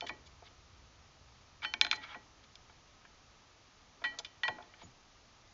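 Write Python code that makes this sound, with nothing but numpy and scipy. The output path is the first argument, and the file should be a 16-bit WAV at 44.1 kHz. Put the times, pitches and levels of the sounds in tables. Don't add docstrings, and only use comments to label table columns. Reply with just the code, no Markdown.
import sys
import numpy as np
from scipy import signal
from scipy.fft import rfft, irfft
from scipy.io import wavfile

SR = 44100
rng = np.random.default_rng(int(sys.argv[2]) if len(sys.argv) > 2 else 0)


def to_wav(sig):
    pcm = np.clip(np.atleast_2d(sig), -1, 1) * 32767
    pcm = np.round(pcm).astype(np.int16)
    wavfile.write(sys.argv[1], SR, pcm.T)


N = 244049

# frequency_hz, relative_db
HISS_SPECTRUM = [(12, -35), (20, -1), (91, -9.5), (123, -6), (161, -12.5), (216, -11), (262, -10),
                 (304, -12), (461, -14), (734, -12), (1140, -12.5), (1260, -10.5), (1390, -16),
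                 (6350, -18.5), (7000, -24), (9100, -56), (15400, -120)]
# time_s, level_db
RUMBLE_LEVELS = [(0.0, -65.5), (1.83, -66), (3.39, -72.5), (4.82, -70.5), (5.02, -80.5), (5.53, -68.5)]
# pitch_hz, relative_db, t60_s
STEEL_MODES = [
    [(853, 0, .33), (282, -16, .4), (605, -13, .16), (1082, -16, .25), (1505, -14, .2)],
    [(1927, 0, .21), (2310, -21, .15), (2368, -15, .24)],
    [(3066, 0, .24), (2362, -3, .08), (4372, -9, .22), (5395, -20, .16), (6024, -26, .18)],
    [(4085, 0, .23), (4160, -7, .08), (5400, -15, .09), (6020, -15, .1), (6584, -18, .14), (6702, -21, .14)],
]
# pitch_hz, relative_db, t60_s
CALIPER_MODES = [(513.4, -12.5, 0.065), (600, -17.5, 0.12), (709, -7.5, 0.073), (860, -8.5, 0.062),
                 (1077, -13, 0.049), (1195, -23, 0.0073), (1467, -2, 0.018), (1578, -6.5, 0.025),
                 (1816, -16.5, 0.091), (2260, -15, 0.11), (2403, 3.5, 0.013), (2804, -5, 0.012),
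                 (3167, -6.5, 0.033), (3464, 2.5, 0.014), (4310, -9, 0.011), (4330, -11, 0.01),
                 (5150, -7.5, 0.031), (5260, -22, 0.0092), (5720, -20, 0.054), (6400, -31.5, 0.0056),
                 (6330, -9.5, 0.021)]
RING_SHARES = {"bracket": (-6, 0, -16, -17.5), "disc": (-22.5, -1, -11.5, -22.5),
               "blade": (-15, -10, -1.5, -26), "pad": (-9.5, -6.5, -13.5, -2)}
# start_s, level_db, pitch_hz, decay_s
PIN_BUMPS = [(0.104, -50, 317, 0.029), (2.161, -55.5, 310, 0.022), (4.490, -53, 121, 0.0079),
             (4.831, -55, 260, 0.024), (4.843, -50.5, 116, 0.029)]
# peak_s, level_db, pitch_hz, half_length_s
TIP_SQUEAK = (4.846, -58, 6800, .016)
# peak_s, length_s, level_db, centre_hz
RUST_SCRAPES = [ (0.072, 0.015, -42, 2600), (0.092, 0.027, -48, 3800), (0.272, 0.027, -58, 4440),
                (0.471, 0.056, -59, 2530), (1.641, .025, -42, 1980), (1.961, 0.031, -51.5, 4460),
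                (2.042, .055, -47, 1900), (2.12, .144, -51, 1700), (2.442, 0.023, -61, 2580),
                (4.142, 0.068, -56.5, 900), (4.197, 0.037, -49.5, 810), (4.82, 0.071, -59, 2460)]
# start_s, level_db, low_hz, high_hz, grind_s, rebounds
PRESSED_KNOCKS = [ (0.0215, -41, 450, 1050, 0.0045, True), (0.0985, -46, 600, 1300, 0.0064, False),
                  (0.4237, -54, 600, 800, 0.0025, False), (1.6201, -47.5, 1496, 2500, 0.0083, False),
                  (1.7383, -32, 1150, 4300, 0.001, False), (1.848, -33.5, 950, 4400, .0015, True),
                  (1.9287, -32, 1260, 3020, 0.0055, False), (2.1538, -48.5, 503, 1600, 0.0066, False),
                  (2.5552, -53, 2920, 6800, 0.00011, False), (2.6964, -58, 600, 2260, 0.0028, False),
                  (3.051, -55.5, 1230, 2050, 0.0043, False), (4.018, -50, 543, 1500, 0.0078, False),
                  (4.1879, -37, 3900, 9000, 0.0061, False), (4.4505, -43, 800, 1600, 0.0048, False),
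                  (4.4820, -34.5, 564, 880, 0.0086, False), (4.5847, -47, 644, 1150, 0.0041, True),
                  (4.624, -56.5, 600, 4060, .004, False), (4.7380, -55.5, 1390, 2250, 0.0045, False),
                  (4.8170, -54, 650, 990, 0.0088, False)]
# start_s, spot, clack_db, ring_db, centre_hz, grind_s
LOOSE_BLOWS = [ (0.0083, "blade", -41, -46, 3350, 0.000074), (0.0940, "bracket", -38, -46, 1830, 0.0037),
               (1.6291, "blade", -43.5, -42, 1740, .008), (1.6475, "blade", -33, -35, 1980, 0.0057),
               (1.8128, "pad", -20.5, -33, 2890, 0.00014), (1.9129, "pad", -26.5, -36.5, 2650, 0.000082),
               (1.975, "bracket", -61, -45.5, 1310, 0.0084), (2.1458, "bracket", -45.5, -50, 1400, 0.004),
               (4.0401, "disc", -36, -27.5, 1910, 0.0088), (4.0489, "disc", -39.5, -28, 2100, 0.011),
               (4.2476, "blade", -42.5, -53, 3170, 0.0073), (4.4340, "disc", -36, -26, 1930, 0.0014),
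               (4.4805, "bracket", -33, -37, 2110, 0.0034)]


def undb(db):
    return 10 ** (np.asarray(db) / 20)


def unit(x):
    return x / np.sqrt(np.mean(x ** 2))


def seconds(length_s):
    return np.arange(int(length_s * SR)) / SR


def band(x, low_hz, high_hz, order=2):
    for hz, kind in ((low_hz, "high"), (high_hz, "low")):
        x = signal.sosfilt(signal.butter(order, min(hz, SR / 2 - 1), kind, fs=SR, output="sos"), x)
    return x


def edges(centre_hz, octaves):
    return centre_hz / 2 ** (octaves / 2), centre_hz * 2 ** (octaves / 2)


def add(out, start_s, x):
    i = max(int(start_s * SR), 0)
    out[i:i + len(x)] += x[:N - i]


def at_level(x, level_db, over_s=0.01):
    return x * undb(level_db) / np.sqrt(np.sum(x ** 2) / (SR * over_s))


def room_tone(hiss_db=-63, whirr_db=-80, whirr_hz=1245):
    hz, db = np.transpose(HISS_SPECTRUM)
    bins_hz = np.arange(N // 2 + 1) * SR / N
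    colour = undb(np.interp(np.log(bins_hz + 1), np.log(hz), db))
    hiss = irfft(rfft(rng.standard_normal(N)) * colour, N)
    rumble = band(rng.standard_normal(N), 55, 90, order=3)
    rumble_db = np.interp(np.arange(N) / SR, *np.transpose(RUMBLE_LEVELS))
    whirr = signal.lfilter(*signal.iirpeak(whirr_hz, Q=18, fs=SR), rng.standard_normal(N))
    return undb(hiss_db) * unit(hiss) + undb(rumble_db) * unit(rumble) + undb(whirr_db) * unit(whirr)


def workshop_echo(x, wet_db=-27, low_t60_s=0.91, high_t60_s=0.27, low_db=-2, onset_s=0.012):
    t = seconds(0.42)
    low = band(rng.standard_normal(len(t)), 150, 1300) * undb(low_db - 60 * t / low_t60_s)
    high = band(rng.standard_normal(len(t)), 1000, 3000) * undb(-60 * t / high_t60_s)
    echo = (low + high) * np.clip(t / onset_s - 0.5, 0, 1)
    return signal.fftconvolve(x, undb(wet_db) * echo / np.sqrt(np.sum(echo ** 2)))[:N]


def casting_thump(level_db, pitch_hz, decay_s):
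    t = seconds(0.2)
    push = rng.standard_normal(len(t)) * np.exp(-t / decay_s)
    return at_level(band(push, 0.93 * pitch_hz, 0.9 * pitch_hz, order=3), level_db)


def pin_bumps():
    out = np.zeros(N)
    for start_s, level_db, pitch_hz, decay_s in PIN_BUMPS:
        add(out, start_s, casting_thump(level_db, pitch_hz, decay_s))
    return out


def tip_squeak(waver=0.012):
    peak_s, level_db, pitch_hz, half_length_s = TIP_SQUEAK
    wavering_hz = pitch_hz * (1 + waver * unit(band(rng.standard_normal(N), 18, 400)))
    envelope = np.exp(-((np.arange(N) / SR - peak_s) / half_length_s) ** 2)
    return undb(level_db) * envelope * np.sin(2 * np.pi * np.cumsum(wavering_hz) / SR)


def ring(modes, t, pitch_ratio=1, sustain=1, tilt_db_per_octave=0):
    out = np.zeros(len(t))
    for k, (hz, db, t60_s) in enumerate(modes):
        struck_db = db + tilt_db_per_octave * np.log2(hz / modes[0][0])
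        envelope = undb(struck_db - 60 * t / (t60_s * sustain))
        out += (-1) ** k * envelope * np.sin(2 * np.pi * hz * pitch_ratio * t)
    return out


def grit(size):
    return unit(rng.standard_normal(size) * undb(2.5 * rng.exponential(size=size)))


def caliper_response(pitch_ratio, tick_db=23, crack_db=1, crack_s=0.0014):
    t = seconds(0.1)
    crack = undb(crack_db) * rng.standard_normal(len(t)) * np.exp(-t / crack_s)
    return undb(tick_db) * (t == 0) + ring(CALIPER_MODES, t, pitch_ratio) + crack


def rust_scrapes(ring_db=-27, rise_share=0.66):
    out, t = np.zeros(N), seconds(0.44)
    steel = undb(ring_db) * sum(ring(modes, t) for modes in STEEL_MODES)
    add(steel, 0, caliper_response(pitch_ratio=0.95, tick_db=26.5))
    for peak_s, length_s, level_db, centre_hz in RUST_SCRAPES:
        stroke_t, rise_s = seconds(length_s), rise_share * length_s
        force = np.interp(stroke_t, [0, rise_s, length_s], [0, 1, 0]) * grit(len(stroke_t))
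        scrape = band(signal.fftconvolve(force, steel), *edges(centre_hz, octaves=1.3), order=3)
        add(out, peak_s - rise_s, at_level(scrape, level_db, over_s=length_s / 2))
    return out


def tip_clack(level_db, low_hz, high_hz, grind_s, pitch_ratio, grind_db=-17):
    t = seconds(0.1)
    force = undb(grind_db) * grit(len(t)) * np.exp(-t / grind_s)
    force[0] += 1
    clack = signal.fftconvolve(force, caliper_response(pitch_ratio))
    return at_level(band(clack, low_hz, high_hz, order=3), level_db)


def blow(level_db, low_hz, high_hz, grind_s, pitch_ratio=1, casting_hz=343, lag_s=0.00757):
    out = np.zeros(N)
    add(out, 0, tip_clack(level_db, low_hz, high_hz, grind_s, pitch_ratio))
    octaves_above_casting = np.log2(low_hz / casting_hz)
    thump_db = level_db - 6 - 9.5 * octaves_above_casting
    add(out, lag_s, casting_thump(thump_db, casting_hz, decay_s=0.071))
    return out


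def pressed_knocks(stray_per_s=4.6, rebound_s=0.0185, rebound_db=-5.5):
    out = np.zeros(N)
    for start_s, level_db, low_hz, high_hz, grind_s, rebounds in PRESSED_KNOCKS:
        first_ratio, rebound_ratio = 1 + stray_per_s * grind_s * rng.uniform(-1, 1, size=2)
        add(out, start_s, blow(level_db, low_hz, high_hz, grind_s, first_ratio))
        if rebounds:
            rebound = blow(level_db + rebound_db, low_hz, high_hz, grind_s, rebound_ratio)
            add(out, start_s + rebound_s, rebound)
    return out


def loose_blows(choke_s=0.0039, swell_share=0.29, pitch_bend=0.003):
    out, t = np.zeros(N), seconds(0.52)
    next_starts = [row[0] for row in LOOSE_BLOWS[1:]] + [N / SR]
    for (start_s, spot, clack_db, ring_db, centre_hz, grind_s), next_s in zip(LOOSE_BLOWS, next_starts):
        hand_pressure = unit(band(rng.standard_normal(len(t)), 4, 70))
        bent_t = t + pitch_bend * np.cumsum(hand_pressure) / SR
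        tilt = 5 - 1007.5 * grind_s
        steel = sum(undb(ring_db + share_db) * ring(modes, bent_t, sustain=1.14, tilt_db_per_octave=tilt)
                    for share_db, modes in zip(RING_SHARES[spot], STEEL_MODES))
        build_up = 1 - np.exp(-t / (swell_share * grind_s))
        choke = np.exp(-np.maximum(start_s + t - next_s, 0) / choke_s)
        add(out, start_s, steel * build_up * choke)
        add(out, start_s, blow(clack_db, *edges(centre_hz, octaves=0.83), grind_s))
    return out


def scene():
    work = loose_blows() + pressed_knocks() + rust_scrapes() + pin_bumps() + tip_squeak()
    return (work + workshop_echo(work) + room_tone())[None]


def record(dry):
    top_hz = 7350
    taps = signal.firwin(161, top_hz, window=("kaiser", 7), fs=SR)
    return signal.fftconvolve(dry, taps[None], mode="same", axes=1)


dry = scene()
out = record(dry)
to_wav(out)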